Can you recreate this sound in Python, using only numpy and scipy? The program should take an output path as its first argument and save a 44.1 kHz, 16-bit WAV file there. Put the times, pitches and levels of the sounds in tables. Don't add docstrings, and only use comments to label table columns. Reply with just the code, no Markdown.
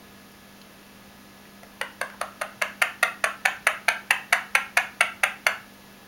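import sys
import numpy as np
from scipy import signal
from scipy.fft import rfft, irfft
from scipy.io import wavfile

SR = 44100
rng = np.random.default_rng(int(sys.argv[2]) if len(sys.argv) > 2 else 0)


def to_wav(sig):
    pcm = np.clip(np.atleast_2d(sig), -1, 1) * 32767
    pcm = np.round(pcm).astype(np.int16)
    wavfile.write(sys.argv[1], SR, pcm.T)


N = 267731
TAPS = 4096
BINS = np.fft.rfftfreq(TAPS, 1 / SR)

# (frequency [Hz], relative level [dB])
HISS_COLOUR = [(20, -7), (45, -3), (100, 0.5), (200, 1.5), (400, -1.5), (750, -2.5), (1200, -5.5),
               (3000, -9), (6000, -13.5), (9000, -17), (11500, -15.5), (17000, -23)]
# (frequency [Hz], rms level [dB])
APPLIANCE_TONES = [(199.6, -55.5), (249.5, -65.5), (300, -68), (1249, -66.5), (1700, -62.5), (1997, -73),
                   (2649, -68.5), (3004, -96), (14578, -82), (15735, -72)]
# (delay [s], level [dB])
EARLY_ECHOES = [(.0056, -14.5), (.0144, -19), (.0186, -31.5)]
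# (frequency [Hz], time to fall 60 dB [s])
TAIL_DECAY = [(500, 0.27), (1500, 0.34), (2700, 0.32), (5000, .32), (12000, 0.28)]
# (frequency [Hz], level against the direct sound [dB])
TAIL_COLOUR = [(300, -2), (650, -5.5), (1000, 2), (1500, 0), (2300, -7.5), (3100, 0.5), (4000, -9.5),
               (6000, -11.5), (6600, -7), (7200, -6), (9500, -12.5), (15000, -7.5)]
# (time [s], peak level [dB], centre [Hz])
BEAK_CLAW_TICKS = [(0.3193, -44, 11500), (0.6156, -34, 4100), (1.454, -41, 2200), (2.1, -31, 1500),
                   (2.141, -37, 1000), (5.7382, -44, 10500), (5.9273, -44, 13500)]
# (frequency [Hz], relative level [dB])
SNAP_COLOUR = [(300, -17.5), (1500, -4.5), (3100, -2.5), (3500, 4), (4050, 0.5), (4550, 6), (5250, -12.5),
               (6000, 2.5), (7200, -2.5), (9400, 5), (11200, -1), (12600, -10), (13700, -7), (14600, -11),
               (15400, -18), (17000, -31)]
# (frequency [Hz], width [Hz], level [dB])
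THROAT_RESONANCES = [(600, 190, -4), (765, 150, -4), (1320, 330, -2), (1780, 450, -3), (2190, 200, 2)]
# (time of the first burst's last pulse [s], level [dB], pulse rate [Hz],
# mouth resonance [Hz], second burst against the first [dB], upper resonances' lift as the beak opens [dB])
CLUCK_RUN = [(1.6318, -45.5, 670, 1830, 5, 6), (1.813, -26, 492, 1880, 0.5, 1.5),
             (2.0132, -25.5, 550, 1650, 3.5, -5), (2.213, -26.5, 620, 1320, 9, -6.5),
             (2.4147, -26, 637, 1520, 2, -4), (2.6175, -20.5, 640, 1770, 7, 2),
             (2.8197, -16.5, 693, 1800, 2, 6.5), (3.0304, -16.5, 708, 1900, -2.5, 0.5),
             (3.242, -18, 661, 1590, -3.5, -0.5), (3.4549, -16.5, 765.5, 1780, 6, 3),
             (3.67, -16, 639, 1730, -4, 2), (3.8842, -16, 687, 1730, 0, 2.5),
             (4.109, -15.5, 776.4, 1940, -5.5, 5.5), (4.3283, -14.5, 746, 1860, 1, 1.5),
             (4.5535, -15, 813, 1890, -1, 8.5), (4.7726, -15.5, 732.5, 1910, 0.5, 2.5),
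             (5.0092, -15, 685, 1820, -1.5, 6), (5.2367, -16.5, 798, 1980, 0.5, 3.5),
             (5.4676, -16, 654, 1780, -5.5, 2.5)]


def gain_of(db):
    return 10 ** (np.asarray(db) / 20)


def unit(x):
    return x / np.sqrt(np.sum(x ** 2) + 1e-20)


def curve_at(points, hz):
    point_hz, value = np.transpose(points)
    return np.interp(np.log(hz + 1), np.log(point_hz), value)


def add(mix, s, sound):
    part = mix[round(s * SR):][:len(sound)]
    part += sound[:len(part)]


def ring(x, gain):
    log_gain = np.log(np.maximum(gain, 1e-5))
    mirrored = np.concatenate([log_gain, log_gain[-2:0:-1]])
    minimum_phase = np.exp(np.conj(signal.hilbert(mirrored)))[:len(BINS)]
    return irfft(rfft(x, TAPS) * minimum_phase)


def hiss(rms_db=-50):
    colour = gain_of(curve_at(HISS_COLOUR, np.fft.rfftfreq(N, 1 / SR)))
    noise = irfft(rfft(rng.standard_normal(N)) * colour, N)
    return gain_of(rms_db) * np.sqrt(N) * unit(noise)


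def appliance_hum(waver=0.12):
    out, t = np.zeros(N), np.arange(N) / SR
    knots = np.linspace(0, t[-1], 30)
    for hz, db in APPLIANCE_TONES:
        swell, drift = (np.interp(t, knots, v) for v in waver * rng.standard_normal((2, len(knots))))
        tone = np.sin(2 * np.pi * (hz * t + rng.random()) + drift)
        out += np.sqrt(2) * gain_of(db) * (1 + swell) * tone
    return out


def echoes(x, dull_hz=3500):
    out = np.zeros(N)
    dull = signal.lfilter(*signal.butter(2, dull_hz, fs=SR), x)
    for delay, db in EARLY_ECHOES:
        add(out, delay, gain_of(db) * dull)
    return out


def room_tail(first_s=0.0022):
    reflections = np.zeros(SR // 2)
    slots = np.arange(0, len(reflections) - 8, 8)
    signs = rng.choice([-1, 1], len(slots)) * (slots > first_s * SR)
    reflections[slots + rng.integers(0, 8, len(slots))] = signs
    hz, t, bands = signal.stft(unit(reflections), SR, nperseg=128)
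    t60 = curve_at(TAIL_DECAY, hz)[:, None]
    decay = np.exp(-np.log(1000) * t / t60) * np.sqrt(np.log(1000) / t60)
    colour = gain_of(curve_at(TAIL_COLOUR, hz))[:, None]
    return signal.istft(bands * decay * colour, SR, nperseg=128)[1]


def room(x, turn_rad_per_s=2.505):
    angle = turn_rad_per_s * np.arange(N) / SR
    shares = [np.cos(angle + k * np.pi / 3) * np.sqrt(2 / 3) for k in range(3)]
    return echoes(x) + sum(signal.fftconvolve(x * share, room_tail())[:N] for share in shares)


def ticks(fade_s=0.0026, half_width_octaves=0.52):
    out, t = np.zeros(N), np.arange(TAPS) / SR
    for s, db, hz in BEAK_CLAW_TICKS:
        colour = 1 / (1 + (np.log2((BINS + 1) / hz) / half_width_octaves) ** 2)
        tick = ring(rng.standard_normal(TAPS) * np.exp(-t / fade_s), colour)
        add(out, s, gain_of(db) * tick / abs(tick).max())
    return out


def snap(pulse_times, sizes, lag_s=0.0005, fade_s=0.0006, linger=0.16, linger_s=0.0012):
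    age = np.arange(TAPS) / SR - pulse_times[:, None] - lag_s
    fades = (age >= 0) * (np.exp(-abs(age) / fade_s) + linger * np.exp(-abs(age) / linger_s))
    puffs = sizes @ fades * rng.standard_normal(TAPS)
    return ring(puffs, gain_of(curve_at(SNAP_COLOUR, BINS)))


def vocal_tract(level_db, mouth_hz, open_db, full_effort_db=-15, low_hz=950, upper_hz=2000, top_hz=2960):
    soft_db = max(full_effort_db - level_db, 0)
    low_db = 0.49 * soft_db - 3 * np.log2(mouth_hz / 1667)
    beak_hz = 2460 + 510 * (1 - gain_of(-soft_db)) + 25 * open_db
    power = 0
    for hz, width, db in list(THROAT_RESONANCES) + [(mouth_hz, 240, 3.0), (beak_hz, 330, -2.0)]:
        db = db + low_db * (hz < low_hz) + open_db / (1 + (upper_hz / hz) ** 10)
        power = power + gain_of(db) ** 2 / (1 + (2 * (BINS - hz) / width) ** 2) ** 1.2
    radiated = BINS ** 6 / np.hypot(BINS ** 6, 490 ** 6)
    treble_fall = 1 / np.hypot(1, (BINS / top_hz) ** 10)
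    return np.sqrt(power) * radiated * treble_fall


def burst(pulse_hz, swell_s, count, jitter=0.083):
    early = np.arange(count) / pulse_hz * (1 + jitter * rng.standard_normal(count))
    return early, 1 / (1 + (early / swell_s) ** 4)


def voice_pulses(pulse_times, sizes, spread_s=0.0003, middle_hz=1700):
    lag_s = spread_s * np.tanh(BINS / middle_hz - 1)
    sharpening = np.exp(-2j * np.pi * np.cumsum(lag_s) * BINS[1])
    spectrum = sizes @ np.exp(-2j * np.pi * pulse_times[:, None] * BINS)
    return irfft(sharpening * spectrum)


def cluck(lead_s, is_pop, level_db, pulse_hz, mouth_hz, second_db, open_db,
          opening_db=-22, bright_s=0.049, level_span_s=0.016):
    gap_s = (1.02 if is_pop else 3.03) / pulse_hz
    swell_s = 0.00204 * (pulse_hz / 717) ** 2.47
    first_early, first_sizes = burst(pulse_hz, swell_s, count=4)
    second_early, second_sizes = burst(pulse_hz, 0.39 * gap_s, count=3)
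    opening_early = min(swell_s * 1.52 + 0.00109, lead_s)
    pulse_times = lead_s + np.concatenate([[-opening_early], -first_early, gap_s - second_early])
    sizes = np.concatenate([[gain_of(opening_db)], first_sizes, gain_of(second_db) * second_sizes])
    voice = ring(voice_pulses(pulse_times, sizes), vocal_tract(level_db, mouth_hz, open_db))
    brightness = np.exp(-np.concatenate([[0], first_early, second_early]) / bright_s)
    snaps = snap(pulse_times, sizes * brightness)
    snap_db = -9.5 + 0.5 * is_pop - 0.17 * open_db
    return gain_of(level_db) * np.sqrt(level_span_s * SR) * (unit(voice) + gain_of(snap_db) * unit(snaps))


def parakeet(warm_up_s=2.3, lead_s=0.008):
    out = np.zeros(N)
    for s, *shape in CLUCK_RUN:
        add(out, s - lead_s, cluck(lead_s, s < warm_up_s, *shape))
    return out


def scene():
    bird = parakeet() + ticks()
    return (bird + room(bird) + hiss() + appliance_hum())[None]


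def record(dry, notch_hz=7900, notch_half_width_hz=520, notch_depth=0.98, edge_hz=17100):
    hz = np.fft.rfftfreq(N, 1 / SR)
    notch = 1 - notch_depth / (1 + ((hz - notch_hz) / notch_half_width_hz) ** 2)
    coloured = irfft(rfft(dry) * notch, N)
    band_limit = signal.firwin(511, edge_hz, window=("kaiser", 9), fs=SR)
    return signal.oaconvolve(coloured, band_limit[None], "same")


dry = scene()
out = record(dry)
to_wav(out)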